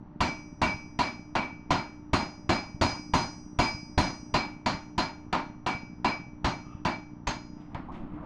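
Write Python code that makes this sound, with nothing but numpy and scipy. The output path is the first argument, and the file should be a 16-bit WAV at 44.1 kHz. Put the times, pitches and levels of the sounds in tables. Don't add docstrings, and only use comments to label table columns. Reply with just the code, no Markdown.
import sys
import numpy as np
from scipy import signal
from scipy.fft import rfft, irfft, next_fast_len
from scipy.io import wavfile
from scipy.ndimage import uniform_filter1d, minimum_filter1d

SR = 44100
rng = np.random.default_rng(int(sys.argv[2]) if len(sys.argv) > 2 else 0)


def wrap_up_sound(samples):
    columns = np.atleast_2d(samples).T
    tamed = np.clip(columns, -1, 1)
    steps = np.round(tamed * 32767).astype(np.int16)
    wavfile.write(sys.argv[1], SR, steps)


def to_linear_factor(level_db):
    exponent = np.asarray(level_db, float) / 20
    return 10 ** exponent


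N = 363825
TIME = np.arange(N) / SR

# (time [s], force [dB], thump into the stand [dB], brightness of the contact [dB])
BLOWS = [(0.206, 1.5, 7, 4), (0.617, 1, 6.5, 3.5), (0.99, 0, -1.5, 4.2), (1.353, 0.5, -3, -1),
         (1.706, 3.5, 5.5, 4.5), (2.133, 4.5, 8, 5), (2.493, 4.5, 3, 5.5), (2.813, 3.5, 11, 6.5),
         (3.137, 4, 11, 6), (3.589, 3, 8, 5.5), (3.978, 4.5, 13.5, 7), (4.341, 1.5, 6.5, 6),
         (4.661, -0.3, 1, 3.5), (4.98, 0, -1.5, 3), (5.328, 0.4, -7.5, -1.5), (5.664, -3, -19.5, -2),
         (6.046, 0.5, -5.5, -0.8), (6.445, -0.8, 4.5, 2), (6.851, -1.5, -7, -2.5), (7.271, -7, -1.1, 0)]
# (time [s], thud [dB], clank [dB], edge [dB], brightness [dB])
KNOCKS = [
    (7.747, -23, -14, -16.5, -29.5),
    (7.886, -21, -17, -57, -48),
    (7.92, -22, -35, -39, -30.5),
    (8.243, -23, -31, -40, -60),
]
CONTACTS = BLOWS + KNOCKS
# (horn [dB], face [dB], edge [dB], ring length [factor])
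RINGS = [(5, 0, 9, 1.18), (7, 1.5, 7.5, 1.2), (2, -1, 3, 1.08), (4, -9.5, -3, 1.3), (-0.2, -4, 0, 0.98),
         (-2.5, 4, 5.5, 1.14), (1.8, 3, 5.5, 0.98), (2.5, 10.5, 12, 1.12), (-4, 7, 14, 1.03),
         (6.5, 13, 11.5, 1.2), (-2.5, 6, 13.5, 1.07), (1.5, -6.5, -2.5, 0.81), (-6.5, -7, 2.5, 0.96),
         (-5.5, -7.5, -1.5, 0.86), (-8.5, -20, -4.5, 1.3), (1.5, -4, -1, 1.22), (3, -7, -1.5, 0.84),
         (-4.5, -6, 2.5, 1.2), (-3.5, -11, -3.5, 1.1), (-12, -3, -1.5, 1.45)]
# thump, body, force, edge, brightness, top [Hz]
COLOUR_HZ = (60, 260, 900, 1850, 5000, 11000)


def rings():
    # (frequency [Hz], ..)
    mode_hz = [
        [2305.2, 2348.2, 2499.5, 2734.5],
        [4198.5, 4043],
        [4952.6, 5502.5],
        [5834.4, 6078],
        [6577, 6837],
        [8215.5, 8624],
        [4924.5],
    ]
    # (level at 0.21 s [dB], t60 [s], echo swell [dB], swell peak [s], swell width [s],
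    # swell beat [Hz])
    mode_decay = [
        [(-55.5, 0.59, -4.5, 0.098, 0.043, 10), (-79.5, 0.33, 2.5, 0.054, 0.05, 52),
         (-68.5, .6, -6.5, 0.059, 0.039, 3.6), (-77, 0.46, 18.5, 0.012, 0.019, 15)],
        [(-71, 0.37, -8, 0.028, 0.011, 9), (-92.5, 0.24, -8, 0.038, 0.014, 9)],
        [(-59.5, 0.62, -10, 0.09, 0.04, 1), (-78, .85, -3, 0.052, .03, 4)],
        [(-69, 1.37, -16, .08, .03, 12), (-77.5, 0.66, -9.5, 0.076, .03, 7.9)],
        [(-72.5, 0.6, -9, 0.011, 0.026, 7), (-83.5, 0.42, -12, 0.06, 0.018, 8)],
        [(-94, 1, -6, 0.092, .03, 9), (-106, 0.37, 1.5, 0.046, .03, 7)],
        [(-65.5, 0.45, -1.5, 0.076, .03, 4.4)],
    ]
    # (offset [dB], shares of brightness, horn, face and edge [dB per dB])
    follow = [
        (-1.5, 0.64, -0.25, 0.28, 0.037),
        (-3.5, 0.25, -.4, 0.7, 0.11),
        (2.5, 0.3, .05, .3, 0.96),
        (-9.5, 0.0039, -.1, 0.27, 0.34),
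    ]
    build_s = (0.035, 0.013, 0.024, 0.0075, 0.0036, 0.014, .02)
    fade_db = (68, 27, 40, 1.5, 41, 9.1, 16)
    lesser_db = (-.3, 1.5, .7, 1.6, -2, -3, 0)
    blur_share = (0.91, 1, .15, .7, 0.55, .7, .5)
    grip_share = (0.19, 0.44, 2, .4, .6, .4, .9)
    last_end_s, release_s = 7.735, 0.004
    leftover_db = -87

    out = np.zeros(N)
    ends = [blow[0] for blow in BLOWS[1:]] + [last_end_s]
    for (start, _, _, bright), end, (horn, face, edge, grip) in zip(BLOWS, ends, RINGS):
        t = np.arange(0, end - start + release_s, 1 / SR)
        waist, heel, tip, twin = np.dot(follow, (1, bright, horn, face, edge))
        blur = np.exp(-t / 0.11)
        damping = np.clip((t[-1] - t) / release_s, 0, 1)
        for k, family_db in enumerate((horn, waist, face, edge, heel, tip, twin)):
            envelope = (1 - np.exp(-t / build_s[k])) * damping
            grip_factor = grip ** grip_share[k]
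            for j, (hz, decay) in enumerate(zip(mode_hz[k], mode_decay[k])):
                db, t60, swell_db, peak, width, beat_hz = decay
                phase, spread = rng.uniform(0, 2 * np.pi), rng.standard_normal()
                swell = to_linear_factor(swell_db + 1.3 * spread) * np.exp(-0.5 * ((t - peak) / width) ** 2)
                echo = 1 + swell * np.exp(2j * np.pi * beat_hz * (t - peak))
                echo += blur_share[k] * blur * scatter(t, 0.0134)
                tone = (echo * np.exp(2j * np.pi * hz * t + 1j * phase)).real
                level_db = db + family_db + (j > 0) * lesser_db[k]
                level_db = level_db - 60 * (t - 0.21) / (t60 * grip_factor)
                level_db -= fade_db[k] * (t ** 2 - 0.22 ** 2)
                add(out, start, to_linear_factor(level_db) * tone * envelope)
    before = TIME[TIME < BLOWS[0][0]]
    add(out, 0, to_linear_factor(leftover_db - 27 * before) * np.sin(2 * np.pi * mode_hz[3][0] * before))
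    return out


def strikes():
    out = np.zeros(N)
    t = np.arange(int(0.12 * SR)) / SR
    dull = signal.butter(3, 3000, fs=SR, output="sos")
    for k, contact in enumerate(CONTACTS):
        noise = rng.standard_normal(len(t))
        detune, polarity = rng.standard_normal(2)
        crack = signal.sosfilt(dull, noise * np.exp(-t / 0.0046))
        thump_hz = 75 * (1 + 0.19 * detune)
        thump = np.sign(polarity) * np.sin(2 * np.pi * thump_hz * t) * np.exp(-t / 0.015)
        knock_db = 1 * (k >= len(BLOWS))
        add(out, contact[0] - 0.0008, to_linear_factor(-16.5 + colour_db(k, 1600) + knock_db) * crack)
        add(out, contact[0] - 0.002, to_linear_factor(-26 + colour_db(k, COLOUR_HZ[0])) * thump)
    return out


def clank():
    # (frequency [Hz], level [dB], t60 [s])
    modes = [(627, -36, 0.33), (735, -32.5, 0.23), (821, -39.5, 0.43), (913, -29, .31), (999, -27, 0.2),
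             (993, -45, 0.15), (1100, -40, 0.32), (1434, -39.5, 0.39), (1780, -48, 0.15), (3989, -57, .15),
             (4596, -41, 0.23), (5750, -47, 0.078), (6500, -59.5, 0.23), (7580, -69.5, 0.31),
             (11000, -65, 0.15), (12100, -85, 0.19)]
    rattle_offset_db, rattle_per_force = -1.16, -0.28
    knock_rattle_db = -10.5

    out = np.zeros(N)
    t = np.arange(int(0.33 * SR)) / SR
    attack = 1 - np.exp(-t / 0.00087)
    release = np.clip((t[-1] - t) / 0.046, 0, 1)
    for k, contact in enumerate(CONTACTS):
        rattle_db = rattle_offset_db + rattle_per_force * np.clip(colour_db(k, 1300), -5, 5)
        rattle_db += knock_rattle_db * (k >= len(BLOWS))
        draws = rng.standard_normal((len(modes), 3))
        for (hz, db, t60), (uneven, detune, phase) in zip(modes, draws):
            level = to_linear_factor(db + colour_db(k, hz) + rattle_db + 1.47 * uneven - 60 * t / t60) * attack
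            turns = hz * (1 + 0.00815 * detune) * t + phase
            tone = (1 + 1.25 * scatter(t, 0.01214)) * np.exp(2j * np.pi * turns)
            add(out, contact[0], level * tone.imag * release)
    return out


def shimmer():
    # (frequency [Hz], level [dB])
    thicket = [(5200, -62.5), (6500, -58.5), (8500, -69.5), (12300, -80.5)]
    # (frequency [Hz], level [dB], t60 [s])
    last_cut = [(6360, 5.5, 0.2), (6460, -12, 0.22), (6869, -12, 0.25), (7547, -5, 0.18)]
    t60_s, spread_db, last_cut_db = 0.26, 4.5, -41

    out = np.zeros(N)
    t = np.arange(int(0.25 * SR)) / SR
    thicket_hz, thicket_db = np.transpose(thicket)
    hz = np.geomspace(thicket_hz[0], thicket_hz[-1], num=36) * rng.uniform(0.98, 1.02, 36)
    base_db = np.interp(np.log(hz), np.log(thicket_hz), thicket_db)
    envelope = (1 - np.exp(-t / 0.0023)) * np.clip((t[-1] - t) / 0.05, 0, 1)
    column_hz = hz[:, None]
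    for k, blow in enumerate(BLOWS):
        uneven, lasting, phase = rng.standard_normal((3, len(hz), 1))
        level_db = (base_db + colour_db(k, hz))[:, None] + spread_db * uneven
        mode_t60 = t60_s * to_linear_factor(1.1 * lasting) * (hz[0] / column_hz) ** 0.37
        turns = column_hz * t + phase + 0.052 * scatter(t, 0.012).real * uneven
        modes = to_linear_factor(level_db - 60 * t / mode_t60) * np.sin(2 * np.pi * turns)
        add(out, blow[0], envelope * modes.sum(0))
    for cut_hz, db, t60 in last_cut:
        level = to_linear_factor(last_cut_db + db - 60 * t / t60)
        add(out, BLOWS[-1][0], envelope * level * np.sin(2 * np.pi * cut_hz * t))
    return out


def answer():
    # (frequency [Hz], level [dB], early t60 [s], late share [dB], late t60 [s], rise [s])
    bands = [(53.8, -36, 0.18, -14.5, .4, 0.0029), (130.6, -30.5, 0.21, -21.5, 1, 0.00097),
             (257.4, -27.5, 0.3, -14.5, 0.47, 0.0016), (421.6, -63, 0.087, -23, 0.18, .003),
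             (950, -29, 0.37, -4, 0.15, 0.0016), (1412, -32, 0.34, -9.5, 0.23, 0.0047),
             (2390, -32.5, 0.27, -31, 0.9, 0.00026), (3300, -35, 0.27, -28, 0.1, 0.00092),
             (5640, -46, 0.31, -16.5, 0.37, 0.0051), (6480, -52, 0.24, -19, 0.2, 0.00056),
             (8270, -66, 0.24, -20.5, 1, .001), (11200, -65.5, 0.15, -11.5, .3, 0.001113)]
    out = np.zeros(N)
    t = np.arange(int(0.6 * SR)) / SR
    centres = np.log([band[0] for band in bands])
    for k, (hz, db, t60, late_db, late_t60, rise) in enumerate(bands):
        decay = to_linear_factor(-60 * t / t60) + to_linear_factor(late_db - 60 * t / late_t60)
        shape = decay * (1 - np.exp(-t / max(rise, 1e-4)))
        level = np.zeros(N)
        for j, contact in enumerate(CONTACTS):
            add(level, contact[0], to_linear_factor(db + colour_db(j, hz)) * shape)
        only_k = np.arange(len(bands)) == k
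        out += level * coloured(lambda f: np.sqrt(np.interp(f, centres, only_k)) * (f > 3))
    return out * to_linear_factor(0.98 * wobble(size=90))


def squeaks():
    # (time [s], length [s], pitch [Hz], rise at the top [Hz], level [dB])
    scrapes = [
        (6.6, .24, 1165, 60, -57),
        (6.64, .2, 2600, 40, -67),
        (7.875, .045, 1000, 10, -45),
        (8.1, .12, 2150, -8, -69),
    ]
    ends_db, fuzz_hz2 = -12, 2e8
    out = np.zeros(N)
    for s, length, hz, rise_hz, db in scrapes:
        t = np.arange(0, length, 1 / SR)
        arch = np.sin(np.pi * t / length)
        fuzz = 0.17 + 0.2 * wobble(size=round(fuzz_hz2 / hz ** 2))[:len(t)]
        level = to_linear_factor(db + 9 + ends_db * (0.5 - arch))
        phase = 2 * np.pi * np.cumsum(hz + rise_hz * arch) / SR
        add(out, s, level * fuzz * np.sin(phase))
    return out


def forge():
    # (time [s], share of full level [0-1])
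    forge_share = [
        (7.5, 0.2),
        (7.67, 0.27),
        (7.76, 0.85),
        (7.9, 0.66),
        (8.05, 0.84),
        (8.25, 0.9),
    ]
    # (frequency [Hz], density [dB per Hz])
    spectra = [
        [(20, 6), (60, -4), (300, 0.5), (420, -19), (800, -65)],
        [(250, -35), (450, -5), (700, -1), (1200, -4), (1700, -14.5), (2600, -29), (5000, -52)],
        [(1200, -40), (1900, 2), (3000, -3), (4500, -18), (7000, -26), (10000, -33)],
    ]
    # (time [s], rumble [dB], roar [dB], jet [dB])
    flares = [
        (7.62, -11, -1, 7),
        (7.95, .3, 8, 14.5),
        (8.19, 0, 7, -2),
        (8.25, -7, 6.5, -2),
    ]
    # level at full share, and its fall at zero share [dB]
    full_db, range_db = (-39, -53.5, -69), (18, 12, 9.5)
    flare_rise_s, flare_fall_s = 0.017, 0.056

    share = np.interp(TIME, *np.transpose(forge_share))
    levels_db = np.array(full_db)[:, None] - np.outer(range_db, 1 - share)
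    for s, *flare_db in flares:
        width = np.where(TIME < s, flare_rise_s, flare_fall_s)
        levels_db += np.outer(flare_db, np.exp(-((TIME - s) / width) ** 2))
    fade_in = np.clip((TIME - forge_share[0][0]) / 0.09, 0, 1)
    flutter = to_linear_factor(1.3 * wobble(size=400))
    flame = sum(to_linear_factor(db) * shaped(points) for db, points in zip(levels_db, spectra))
    return fade_in * flutter * flame


def camera():
    # (frequency [Hz], density [dB per Hz])
    hiss_points = [(20, -0.5), (180, 1), (300, -6.5), (400, -14), (500, -21.5), (890, -14), (1300, -21.5),
                   (1900, -30.5), (3400, -45.5), (5000, -48.5), (8000, -76), (13000, -89)]
    # (frequency [Hz], level [dB rms])
    motor_lines = [
        (299.7, -55),
        (599.4, -70),
        (899.1, -71),
        (1198.8, -83),
    ]
    hiss_db = -50
    field_hz, first_pulse_s, first_tick_s = 60 / 1.001, 0.0113, 0.746

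    out = to_linear_factor(hiss_db) * shaped(hiss_points)
    for hz, db in motor_lines:
        level = to_linear_factor(db + 3.5 + 3.0 * wobble(size=2000))
        out += level * np.sin(2 * np.pi * (hz * TIME + rng.random()))
    u = np.arange(-200, 500) / SR
    pulse = np.cos(2 * np.pi * 210 * u) * np.exp(-(u / np.where(u < 0, 0.0016, 0.0035)) ** 2)
    starts = np.arange(first_pulse_s, N / SR, 1 / field_hz) + u[0]
    for k, s in enumerate(starts):
        uneven_db = 5.3 * np.clip(rng.standard_normal(), -2, 1.3)
        add(out, s, to_linear_factor(-44.5 + 5.5 * (k % 2) + uneven_db) * pulse)
    tick = -np.cos(2 * np.pi * 120 * u) * np.exp(-(u / 0.003) ** 2)
    tick *= np.clip((u - u[0]) / 0.002, 0, 1)
    for s in np.arange(first_tick_s, N / SR, 60 / field_hz):
        add(out, s + u[0], to_linear_factor(-26.5) * tick)
    return out


def colour_db(k, hz):
    if k < len(BLOWS):
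        _, force, thump, bright = BLOWS[k]
        body = 0.2 + 0.84 * force + 0.081 * thump
        edge = -0.93 + 0.42 * force + 0.11 * thump
        top = bright + 1.7 + 0.25 * RINGS[k][1]
    else:
        _, thump, force, edge, bright = CONTACTS[k]
        body, top = thump, bright
    return np.interp(np.log(hz), np.log(COLOUR_HZ), (thump, body, force, edge, bright, top))


def scatter(t, step):
    knots = np.arange(0, t[-1] + 2 * step, step)
    re, im = rng.standard_normal((60, 2))[:len(knots)].T
    return np.interp(t, knots[:len(re)], re) + 1j * np.interp(t, knots[:len(im)], im)


def shaped(points):
    hz, db = np.transpose(points)
    return coloured(lambda f: to_linear_factor(np.interp(f, np.log(hz), db, right=-120)))


def coloured(gain):
    size = next_fast_len(N)
    log_hz = np.log(np.fft.rfftfreq(size, 1 / SR) + 1)
    spectrum = rfft(rng.standard_normal(size)) * gain(log_hz)
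    return evened(irfft(spectrum, size)[:N])


def wobble(size):
    once = uniform_filter1d(rng.standard_normal(N), size)
    return evened(uniform_filter1d(once, size))


def evened(x):
    return x / np.sqrt(np.mean(x ** 2) + 1e-20)


def add(mix, s, sound):
    part = mix[round(s * SR):][:len(sound)]
    part += sound[:len(part)]


def scene():
    ring = rings()
    mono = ring + strikes() + clank() + shimmer() + answer() + squeaks() + forge() + camera()
    return mono + to_linear_factor(-39.5) * np.outer([1, -1], np.roll(ring, 5))


def low_pass(x):
    return signal.sosfilt(signal.butter(12, 12530, fs=SR, output="sos"), x)


def record(dry):
    lowpass = signal.firwin(255, 12450, window=("kaiser", 8), fs=SR)
    dry = signal.oaconvolve(dry, lowpass[None], "same")
    peak = -minimum_filter1d(-abs(dry).max(0), size=201)
    over_db = np.maximum(20 * np.log10(peak + 1e-9) + 19, 0)
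    recovery_db = 150 * TIME
    held_db = np.maximum.accumulate(over_db + recovery_db) - recovery_db
    reduction_db = 0.32 * uniform_filter1d(held_db, size=201)
    mix = dry / to_linear_factor(reduction_db) + 0.00082
    return low_pass(mix)


dry = scene()
out = record(dry)
wrap_up_sound(out)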